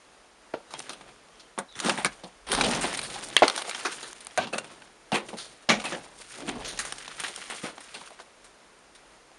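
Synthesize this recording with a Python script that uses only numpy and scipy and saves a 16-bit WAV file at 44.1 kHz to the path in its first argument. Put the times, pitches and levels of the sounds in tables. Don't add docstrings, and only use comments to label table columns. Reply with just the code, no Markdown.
import sys
import numpy as np
from scipy import signal
from scipy.fft import rfft, irfft, next_fast_len
from scipy.io import wavfile
from scipy.ndimage import uniform_filter1d

SR = 44100
rng = np.random.default_rng(int(sys.argv[2]) if len(sys.argv) > 2 else 0)


def convert_level_to_amplitude(level_db):
    exponent = np.asarray(level_db, float) / 20
    return 10 ** exponent


def waveform_to_disk(signal):
    frames = np.transpose(np.atleast_2d(signal))
    scaled = np.clip(frames, -1, 1) * 32767
    samples = np.round(scaled).astype(np.int16)
    wavfile.write(sys.argv[1], SR, samples)


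N = 413658


def rms_one(x):
    return x / np.sqrt(np.mean(x ** 2) + 1e-20)


def coloured(spectrum):
    hz = np.maximum(np.fft.rfftfreq(N, 1 / SR), 1)
    points = np.array(spectrum)
    gain = convert_level_to_amplitude(np.interp(np.log(hz), np.log(points[:, 0]), points[:, 1]))
    return rms_one(irfft(rfft(rng.standard_normal(N)) * gain, N))


def flicker(rate_hz):
    slow = signal.butter(2, rate_hz, fs=SR, output="sos")
    return rms_one(signal.sosfilt(slow, rng.standard_normal(N)))


def swells(start, lasting, db, rise_db_per_s, fade_db_per_s):
    t = np.arange(0, N + 64, 64)[:, None] / SR
    before = np.maximum(start - t, 0)
    after = np.maximum(t - start - np.abs(lasting), 0)
    each = db - rise_db_per_s * before - fade_db_per_s * after
    total = 10 * np.log10(np.sum(convert_level_to_amplitude(2 * each), axis=1) + 1e-12)
    return np.interp(np.arange(N) / SR, t[:, 0], total)


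def ring(clicks, hz, t60):
    r, w = convert_level_to_amplitude(-60 / (t60 * SR)), 2 * np.pi * hz / SR
    return signal.lfilter([.5, 0, -.5], [1, -2 * r * np.cos(w), r * r], clicks + 1e-18)


def grains(per_s, spread_db):
    sizes = convert_level_to_amplitude(spread_db * np.minimum(rng.exponential(1, N), 5)) * rng.choice([-1, 1], N)
    return rms_one(sizes * (rng.random(N) < per_s / SR))


# (f/Hz, level/dB per Hz)
HUSH_COLOUR = [(35, -30), (60, -17), (100, -15.5), (410, -5.5), (1280, -8.5), (6290, -21), (9310, -26),
               (11100, -22)]


def outdoor_hush():
    return convert_level_to_amplitude(-56 + .6 * flicker(3)) * coloured(HUSH_COLOUR)


# (t/s, lasting/s, level/dB)
SHAKES = [
    (2.04, .05, -63),
    (2.56, .02, -44.5),
    (5.75, 0.19, -62),
    (6.55, .02, -52),
]


def shudder():
    level_db = swells(*np.transpose(SHAKES), rise_db_per_s=125, fade_db_per_s=30)
    deep = coloured([(18, -21), (28, -1), (50, 3), (75, -12.0), (150, -68)])
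    return convert_level_to_amplitude(np.maximum(-73, level_db)) * deep


def ground_rumble(slab_db):
    return convert_level_to_amplitude(slab_db - 19) * coloured([(50, -35), (90, -8), (140, 6.0), (220, -14.5), (400, -68)])


# (t/s, lasting/s, level/dB, heaviness/dB)
STREAMS = [(.77, 0.011, -44.5, 2), (.92, 0.21, -55.5, 3), (1.94, 0.085, -42.5, -1.5),
           (2.64, 0.096, -30.5, 5.5), (2.88, .02, -32, 0), (3.1, 0.41, -40, 0.5), (3.53, 0.41, -38.5, -4.5),
           (4.08, 0.23, -50.5, -5), (4.57, .15, -50, 4.5), (5.29, 0.02, -46, 5.5), (5.42, 0.12, -54.5, -24),
           (5.858, 0.0035, -37.5, 2), (6.2, 0.18, -47, -19), (6.4, 0.17, -46.5, 7.5),
           (6.6, .05, -44.5, 8.5), (6.83, 0.36, -43.5, -6), (7.2, 0.38, -41, -10), (7.8, 0.24, -48, -8)]


def debris():
    start, lasting, db, heavy = np.transpose(STREAMS)
    return [swells(start, lasting, level, rise_db_per_s=169.5, fade_db_per_s=56)
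            for level in (db + heavy, db, db - 7 - 0.17 * heavy)]


def crumble(body, level_db, clump_db, count=10):
    low_hz, high_hz, cycles, per_s, spread_db, tilt_db = body
    stream, dealt = grains(per_s, spread_db), rng.integers(0, count, N)
    rings = np.zeros(N)
    for k, hz in enumerate(np.geomspace(low_hz, high_hz, count)):
        brightness = convert_level_to_amplitude(tilt_db * np.log2(hz / low_hz))
        rings += brightness * ring(stream * (dealt == k), hz, cycles / hz)
    return convert_level_to_amplitude(level_db + clump_db * flicker(19.8)) * rms_one(rings)


# (lowest f/Hz, highest f/Hz, cycles of ringing, cracks per s, size spread/dB, tilt/dB per octave)
TICK = (2000, 10000, 6.0, 70, 3.0, 2.0)


def ticks(crumb_db):
    return crumble(TICK, crumb_db - 15.0, clump_db=0.5, count=5)


# (t/s, lasting/s, from f/Hz, to f/Hz, level/dB)
SQUEAKS = [
    (1.675, .075, 3950, 3780, -52),
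    (1.71, .095, 3650, 3250, -53),
    (1.68, .07, 5400, 4700, -67),
    (1.28, .25, 3200, 3100, -64),
    (.665, .05, 3900, 3950, -60),
    (5.37, .025, 3900, 3900, -50),
]


def squeaks():
    out, slip = np.zeros(N), .8 + .7 * flicker(200)
    for s, lasting, from_hz, to_hz, db in SQUEAKS:
        start, size = round(s * SR), int(lasting * SR)
        phase = 2 * np.pi * np.cumsum(np.geomspace(from_hz, to_hz, size)) / SR
        out[start:start + size] += convert_level_to_amplitude(db) * np.hanning(size) ** .5 * np.sin(phase)
    return out * slip


# (t/s, peak level/dB, f/Hz)
CHIPS = [(1.2855, -46, 3120), (1.3558, -45, 3110), (1.7255, -37, 3710), (1.7544, -31, 3360),
         (1.7904, -23, 3320), (1.8008, -19, 2720), (1.8956, -11, 2880), (2.0467, -10, 2240),
         (2.4703, -29, 3280), (2.5177, -11, 3150), (2.5374, -15, 3510), (2.5504, -17, 3540),
         (2.61, -9, 2340), (2.6444, -17, 5110), (2.6644, -19, 9130), (2.7122, -15, 5110),
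         (2.9487, -21, 3240), (2.9911, -15, 2420), (3.1014, -26, 3850), (3.2101, -28, 3310),
         (3.2264, -29, 2760), (3.2685, -31, 4860), (3.2869, -23, 8310), (3.3014, -28, 3770),
         (3.5778, -23, 3380), (3.6511, -29, 2200), (3.7114, -19, 2290), (3.7479, -19, 3090),
         (3.7973, -26, 2900), (3.8094, -28, 2550), (3.8227, -30, 4180), (3.9838, -30, 2970),
         (4.0292, -27, 4050), (4.3096, -36, 3220), (4.3444, -39, 8200), (4.3755, -13, 3820),
         (4.3844, -19, 2640), (4.4894, -38, 2860), (4.5344, -21, 2540), (4.5444, -22, 2560),
         (4.8204, -37, 2680), (4.8763, -44, 2990), (5.1264, -21, 2670), (5.1562, -17, 2570),
         (5.6905, -8, 2920), (5.6954, -8, 2210), (5.7014, -8, 2280), (5.8002, -26, 2390),
         (5.8187, -26, 2530), (5.8554, -23, 2560), (5.9494, -25, 2860), (8.6023, -47, 2380),
         (9.3162, -43, 2790)]
# (t/s, peak level/dB, f/Hz)
LATE_CHIPS = [(5.9288, -25, 2770), (6.0425, -36, 3880), (6.0804, -39, 9480), (6.1622, -38, 8970),
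              (6.2026, -37, 9060), (6.2151, -35, 8790), (6.253, -36, 6690), (6.2725, -35, 8880),
              (6.3418, -29, 2380), (6.4052, -31, 4440), (6.466, -27, 4240), (6.491, -20, 4100),
              (6.5843, -35, 3650), (6.6471, -26, 2840), (6.7763, -22, 5820), (6.7898, -13, 4330),
              (6.8512, -24, 9390), (6.923, -20, 3200), (6.9824, -27, 3120), (7.0253, -30, 3320),
              (7.0637, -32, 5250), (7.0801, -28, 2860), (7.1679, -31, 2350), (7.2004, -22, 5980),
              (7.2383, -21, 3310), (7.2827, -27, 3950), (7.3615, -22, 3330), (7.4558, -34, 8890),
              (7.4972, -27, 3820), (7.5102, -26, 2340), (7.6354, -28, 8330), (7.6623, -27, 3050),
              (7.7796, -33, 3370), (7.8055, -33, 8960), (7.8454, -36, 6130), (7.8664, -36, 6510),
              (7.9497, -29, 2830), (8.0125, -36, 2560), (8.0614, -40, 9150), (8.1048, -39, 8660),
              (8.1348, -41, 8790), (8.1916, -35, 2750), (8.445, -39, 8590), (8.7898, -43, 8840),
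              (8.9494, -42, 8530)]
# (share of its pitch, level/dB)
CHIP_MODES = [(.6, -8.0), (1.0, -4.0), (1.7, -8.0)]


def chips():
    landings = CHIPS + [(s, db - 4.0, hz) for s, db, hz in LATE_CHIPS]
    return [(s, min(share * hz, 11000), db + mode_db, 40.0 / hz)
            for s, db, hz in landings for share, mode_db in CHIP_MODES]


# (t/s, f/Hz, peak level/dB, t60/s, the
# time to fade by 60 dB)
RINGS = [(.539, 454, -29, 0.084), (.54, 642, -17.5, 0.034), (.54, 2720, -38, 0.047),
         (0.539, 1420, -24.5, 0.022), (.738, 860, -29, 0.046), (0.745, 3240, -39, 0.13),
         (1.765, 180, -43, 0.12), (1.852, 196, -29.5, 0.26), (2.575, 270, -26, 0.22),
         (2.661, 235, -22, 0.19), (3.424, 272, -16, 0.078), (1.897, 2680, -22, 0.045),
         (1.896, 5200, -31, .01), (2.049, 1690, -22, 0.097), (2.05, 2250, -22, .06), (2.235, 183, -41, .15),
         (3.366, 3120, 2, 0.009), (3.366, 2100, -2, 0.008), (3.366, 6140, -12, .006),
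         (3.366, 1200, -16, .008), (2.5, 400, -30, .12), (3.369, 2300, -18, .04), (3.37, 4300, -22, .04),
         (3.429, 2600, -15, .03), (3.4325, 2150, -12, .035), (3.424, 2000, -17, .02),
         (3.366, 4570, -7, 0.0099), (3.3735, 2780, -16, 0.03), (3.379, 3100, -20, .02),
         (3.4213, 720, 0, 0.015), (3.428, 700, -4, 0.025), (3.4355, 1500, -12, 0.015),
         (3.158, 800, -32, .12),
         (3.855, 1100, -24, 0.05), (3.857, 2500, -24, .04), (3.578, 1450, -26, .04),
               (4.379, 1550, -24, .1), (4.3785, 730, -18, .06), (4.3865, 1110, -20, .06),
               (4.472, 2800, -36, .05), (4.542, 1500, -28, .05), (5.12, 750, -24, .08),
               (5.156, 1100, -22, .06), (4.381, 148, -35.5, 0.23), (4.248, 9400, -37, .01),
               (4.377, 2400, -26.5, 0.11), (4.376, 710, -24, 0.085), (4.532, 550, -26, 0.075),
               (4.531, 2590, -29.5, 0.12), (4.58, 2770, -29, 0.087), (4.541, 530, -29, 0.046),
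               (4.583, 580, -28.5, 0.054), (4.582, 1440, -28.5, 0.08), (5.12, 202, -23, 0.11),
               (5.128, 2600, -23.5, 0.055), (5.151, 2500, -26, 0.065), (5.332, 900, -52, 0.091),
               (5.688, 220, -19.5, 0.25), (5.688, 780, -19, 0.029), (5.692, 2283, -21, 0.05),
               (5.706, 2283, -16, 0.07), (5.722, 2283, -19, 0.05), (5.703, 1250, -18, .06),
               (5.712, 1500, -19, .06), (5.857, 2560, -30, .1), (5.93, 1750, -30, .08),
               (6.42, 310, -35, .2), (6.54, 260, -35, .2), (9.316, 700, -45, .035), (5.716, 400, -20, .05),
               (5.71, 1920, -22, .1), (5.71, 2900, -22, .06), (6.48, 272, -27, 0.15),
               (6.488, 1600, -27, .04), (7.955, 1500, -38, 0.065), (8.015, 1000, -36, 0.037),
               (8.106, 640, -37.5, 0.046), (8.19, 1750, -40, 0.047), (7.635, 300, -26, 0.043)]


def pieces(rattle=.9):
    per_s = 1500
    out, stream = np.zeros(N), grains(per_s, spread_db=3)
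    for s, hz, db, t60 in RINGS + chips():
        start = round(s * SR)
        age = np.arange(min(int(1.5 * t60 * SR), N - start)) / SR
        end = start + len(age)
        push = rattle * stream[start:end] * convert_level_to_amplitude(-60 * age / t60) / np.sqrt(SR / per_s)
        push[0] = 1
        contact = np.hanning(int(.6 * SR / hz) + 3)
        struck = ring(np.convolve(push, contact)[:len(age)], hz, .4 * t60)
        out[start:end] += convert_level_to_amplitude(db) * struck / np.abs(struck).max()
    return out


# (t/s, level/dB, heaviness/dB, t60/s)
QUICK_SNAPS = [(0.537, -41.5, 12.5, 0.17), (0.707, -44.5, 0, 0.18), (0.738, -35, 0, 0.025),
               (0.793, -37, -7, .015), (.802, -36, 1.5, .028), (.894, -33, -3, 0.04),
               (0.902, -37, 1.5, 0.18), (.932, -39.5, -1.5, .077), (1.01, -44.5, 7, 0.073),
               (1.578, -39.5, 19, 0.12), (1.587, -26.5, 2, 0.08), (1.792, -38.5, -15, 0.024),
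               (1.801, -30.5, -7, 0.053), (1.847, -27, 4.5, 0.045), (1.859, -26.5, 6, 0.67),
               (1.895, -22.5, 0, 0.049), (2.047, -20.5, -2.5, 0.02), (2.517, -27.5, -24, 0.098),
               (2.549, -26, -1, 0.053), (2.611, -22, 1, 0.064), (2.713, -33.5, -5, 0.056),
               (2.725, -36, 13, 0.14), (2.75, -32, -7, 0.026), (2.802, -51, 13, 0.015), (2.9, -43, 7, 0.16),
               (2.973, -34, -6, 0.044), (2.991, -32, -3, .048), (3.015, -35, -19, 0.045),
               (3.03, -37, -14, 0.36), (3.102, -43.5, -3.5, 0.26),
               (3.366, -22, -19, 0.013), (3.39, -35, -7, 0.036), (3.4215, -24, 17, 0.15),
                 (3.48, -19, -10, 0.038), (3.499, -25, -12, .017), (3.562, -29.5, -3, .015),
                 (3.577, -27, 3.5, 0.15), (3.62, -32.5, -16, 0.03), (3.681, -39.5, 12, 0.048),
                 (3.695, -29.5, -5.5, 0.02), (3.71, -45, -17, .07), (3.748, -33, 1.5, 0.16),
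                 (3.797, -40, 2, 0.15), (4.13, -41, -15, .007), (4.206, -46, -18, .057),
                 (4.269, -36.5, -4.5, .007), (4.3755, -25, 2, 0.076), (4.471, -39, 10, 0.065),
                 (4.582, -30.5, -5, 0.057), (4.644, -42, 3, 0.05), (4.82, -47, 5.5, 0.048),
                 (5.119, -27, 10, 0.078), (5.691, -19.5, 1.5, 0.28), (5.799, -37, 3, 0.15),
                 (5.853, -29, 2.5, 0.14),
               (6.201, -59.5, 20, 0.073), (6.215, -51, 0, .008), (6.405, -41, 3, 0.02),
              (6.492, -35.5, -12, 0.022), (6.775, -39, -2, 0.048), (6.791, -29, -8, 0.18),
              (6.851, -36.5, -3, 0.27), (6.924, -31, -3, 0.015), (6.983, -41, -17, 0.04),
              (7.079, -35.5, 0.5, 0.065), (7.199, -32, -3.5, 0.11), (7.237, -29, -1.5, 0.16),
              (7.361, -37, -17, 0.022), (7.377, -44, 10, 0.14), (7.5, -32.5, 1.5, 0.24),
              (7.78, -38, 5, 0.048), (7.808, -43, 0, 0.062), (8.012, -45, 1, 0.027), (8.105, -51, -4, .039),
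              (8.199, -41, 7, 0.11), (8.444, -51, -5, 0.19), (8.951, -53, -15, .19)]
# (t/s, level/dB, heaviness/dB, t60/s)
CRUNCHES = [(1.074, -54, 9.5, 0.19), (1.397, -50, -23, 0.095), (2.054, -25, 2, 0.072),
            (2.236, -40, 8, 0.13), (2.527, -27, 5.5, 0.16), (2.579, -36, 16.5, 0.072),
            (2.637, -25.5, 7, 0.12), (2.759, -33.5, 8, 0.16), (2.81, -33, -3, 0.4),
            (2.842, -31, 11.5, 0.075), (2.946, -36.5, -6.5, 0.051), (3.139, -40.5, -4.5, 0.19),
            (3.424, -26, 10.5, 0.22), (3.645, -46, 10, 0.11), (3.85, -26, 3, 0.17),
            (4.028, -37.5, 1.5, 0.32), (5.128, -33, 11, 0.069), (5.286, -40.5, 5, 0.047),
            (5.331, -49.5, 23.5, 0.095), (5.37, -47, -12.5, 0.246), (5.383, -42, -29, 1),
            (5.698, -27, 11, 0.16), (5.84, -34, 4.5, .014), (5.922, -32, 7.5, 0.2),
            (6.414, -56.5, 20, 0.44), (6.647, -37, -14, 1), (6.679, -40, -25, 0.35), (7.28, -38, 1, 0.075),
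            (7.942, -38, 0.5, 0.21)]
# (t/s, level/dB, heaviness/dB, sliding/s)
SLIDES = [(1.755, -43.5, 3, .03), (1.812, -33, 6.5, .1), (1.973, -31.5, 7.5, 0.017),
          (2.468, -34.5, 4, 0.084), (2.56, -33, 3.5, 0.055), (2.673, -43, -15, 0.023),
          (4.385, -35, 6, 0.054), (4.528, -34, 5, 0.017), (4.701, -51.5, 5.5, 0.017),
          (5.142, -25.5, 5.5, 0.012), (6.475, -34, 7, 0.017), (7.632, -35.5, 4.5, 0.037)]


def breaks():
    snap_give_s, crunch_give_s, slide_t60_s = 0.0012, 0.0089, .21
    rows = [(*row[:3], snap_give_s, row[3]) for row in QUICK_SNAPS]
    rows += [(*row[:3], crunch_give_s, row[3]) for row in CRUNCHES]
    rows += [(*row, slide_t60_s) for row in SLIDES]
    levels = []
    for s, db, heavy, give, t60 in rows:
        thud_db = db - 3.5 + heavy
        crunch_db = db + 0.73 * min(heavy + 19, 0)
        crackle_db = db - 2.5 - max(heavy, -5)
        levels.append((s, thud_db, crunch_db, crackle_db, give, t60))
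    return levels


def snaps(body, column, gain_db, t60_share, first_crack, count=8):
    low_hz, high_hz, cycles, per_s, spread_db, tilt_db = body
    stream, out = grains(per_s, spread_db), np.zeros(N)
    events = breaks()
    for row, draw in zip(events, rng.random((len(events), 2 * count))):
        start, hold = round(row[0] * SR), max(row[4], .001)
        t60 = np.clip(row[5] * t60_share, .006, .35)
        age = np.arange(min(int((hold + t60 + .03) * SR), N - start)) / SR
        end = start + len(age)
        push = stream[start:end] * convert_level_to_amplitude(-60 * np.maximum(age - hold, 0) / t60)
        push *= np.minimum(1, 0.55 * np.exp(-hold / .15) + age / (0.54 * hold))
        push[0] += first_crack * np.sqrt(SR / per_s) * np.exp(-hold / 0.023)
        pitches = low_hz * (high_hz / low_hz) ** ((np.arange(count) + draw[:count]) / count)
        piece = np.zeros(len(age))
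        for k, (hz, chance) in enumerate(zip(pitches, draw[count:])):
            loudness = convert_level_to_amplitude(6.75 * chance + tilt_db * np.log2(hz / low_hz))
            piece += loudness * ring(push, hz, cycles / hz) * (-1) ** k
        head = piece[:int((hold + max(.003, 1.5 / low_hz)) * SR)]
        out[start:end] += convert_level_to_amplitude(row[column] + gain_db) * piece / np.sqrt(np.mean(head ** 2))
    return out


def size_class(x, body):
    edges = [.7 * body[0], 1.3 * body[1]]
    return signal.sosfilt(signal.butter(2, edges, "band", fs=SR, output="sos"), x)


# (lowest f/Hz, highest f/Hz, cycles of ringing, cracks per s, size spread/dB, tilt/dB per octave)
CRUMB = (3340, 15400, 4.64, 4000, 2.1, 1.5)


def crumbs(crumb_db):
    crackle = snaps(CRUMB, column=3, gain_db=-2.0, t60_share=0.7, first_crack=2.16)
    return size_class(crackle + crumble(CRUMB, crumb_db - 3.0, clump_db=3.5), CRUMB)


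# (lowest f/Hz, highest f/Hz, cycles of ringing, cracks per s, size spread/dB, tilt/dB per octave)
ICE = (1170, 3700, 3.14, 1800, 2.4, 0.53)


def ice(crunch_db):
    crunch = snaps(ICE, column=2, gain_db=-3.0, t60_share=0.83, first_crack=1.32)
    return size_class(crunch + crumble(ICE, crunch_db - 5.5, clump_db=3.0), ICE)


# (lowest f/Hz, highest f/Hz, cycles of ringing, cracks per s, size spread/dB, tilt/dB per octave)
SLAB = (194, 855, 4.37, 1000, 2.7, 5.74)


def slabs(slab_db):
    thud = snaps(SLAB, column=1, gain_db=-5.5, t60_share=1.21, first_crack=2.6)
    return size_class(thud + crumble(SLAB, slab_db - 7.0, clump_db=-0.7), SLAB)


def room(x):
    t60_s, wall_cut_hz = 0.18, 5000
    size = next_fast_len(N + SR)
    hz = np.fft.rfftfreq(size, 1 / SR)
    dull = 1 / np.sqrt(1 + (hz / wall_cut_hz) ** 2)
    echoes = 0
    for k, lag in enumerate(rng.uniform(0.0034, 0.047, 12)):
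        loop = convert_level_to_amplitude(-60 * lag / t60_s) * dull ** (lag / .02) * np.exp(-2j * np.pi * hz * lag)
        echoes = echoes + (-1) ** k * loop / (1 - loop)
    return irfft(rfft(x, size) * echoes, size)[:N]


# (f/Hz, width/Hz, level/dB)
PORT = [(7950, 900, -9.0), (9300, 2240, 9.0)]


def microphone_port(x):
    for hz, width_hz, db in PORT:
        b, a = signal.iirpeak(hz, hz / width_hz, fs=SR)
        x = x + (convert_level_to_amplitude(db) - 1) * signal.lfilter(b, a, x)
    return x


def scene():
    slab_db, crunch_db, crumb_db = debris()
    fall = slabs(slab_db) + ice(crunch_db) + crumbs(crumb_db) + pieces() + squeaks() + ticks(crumb_db)
    fall = signal.sosfilt(signal.butter(2, 100, "high", fs=SR, output="sos"), fall)
    heard = fall + convert_level_to_amplitude(-20) * room(fall)
    near = microphone_port(heard + outdoor_hush())
    near = signal.sosfilt(signal.butter(8, 9600, fs=SR, output="sos"), near)
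    return np.array([near + shudder() + ground_rumble(slab_db)])


def bass_cut(x):
    over_db = np.clip(20 * np.log10(np.abs(x) + 1e-9) + 5.5, 0, 4.5)
    back = 13 * np.arange(N) / SR
    cut_db = np.maximum.accumulate(2.7 * over_db + back, axis=-1) - back
    cut_db = uniform_filter1d(cut_db, size=2001, origin=1000)
    bass = signal.sosfiltfilt(signal.butter(2, [60, 270], "band", fs=SR, output="sos"), x)
    return x - (1 - convert_level_to_amplitude(-cut_db)) * bass


def band_limit(x):
    return signal.sosfilt(signal.butter(12, 16800, fs=SR, output="sos"), x)


def record(dry):
    dry = bass_cut(dry)
    overload = .74
    flattened = dry / (1 + (np.abs(dry) / overload) ** 6) ** (1 / 6)
    top_edge = signal.cheby2(10, 8, 11800, fs=SR, output="sos")
    mix = signal.sosfilt(top_edge, flattened)
    return band_limit(mix)


dry = scene()
out = record(dry)
waveform_to_disk(out)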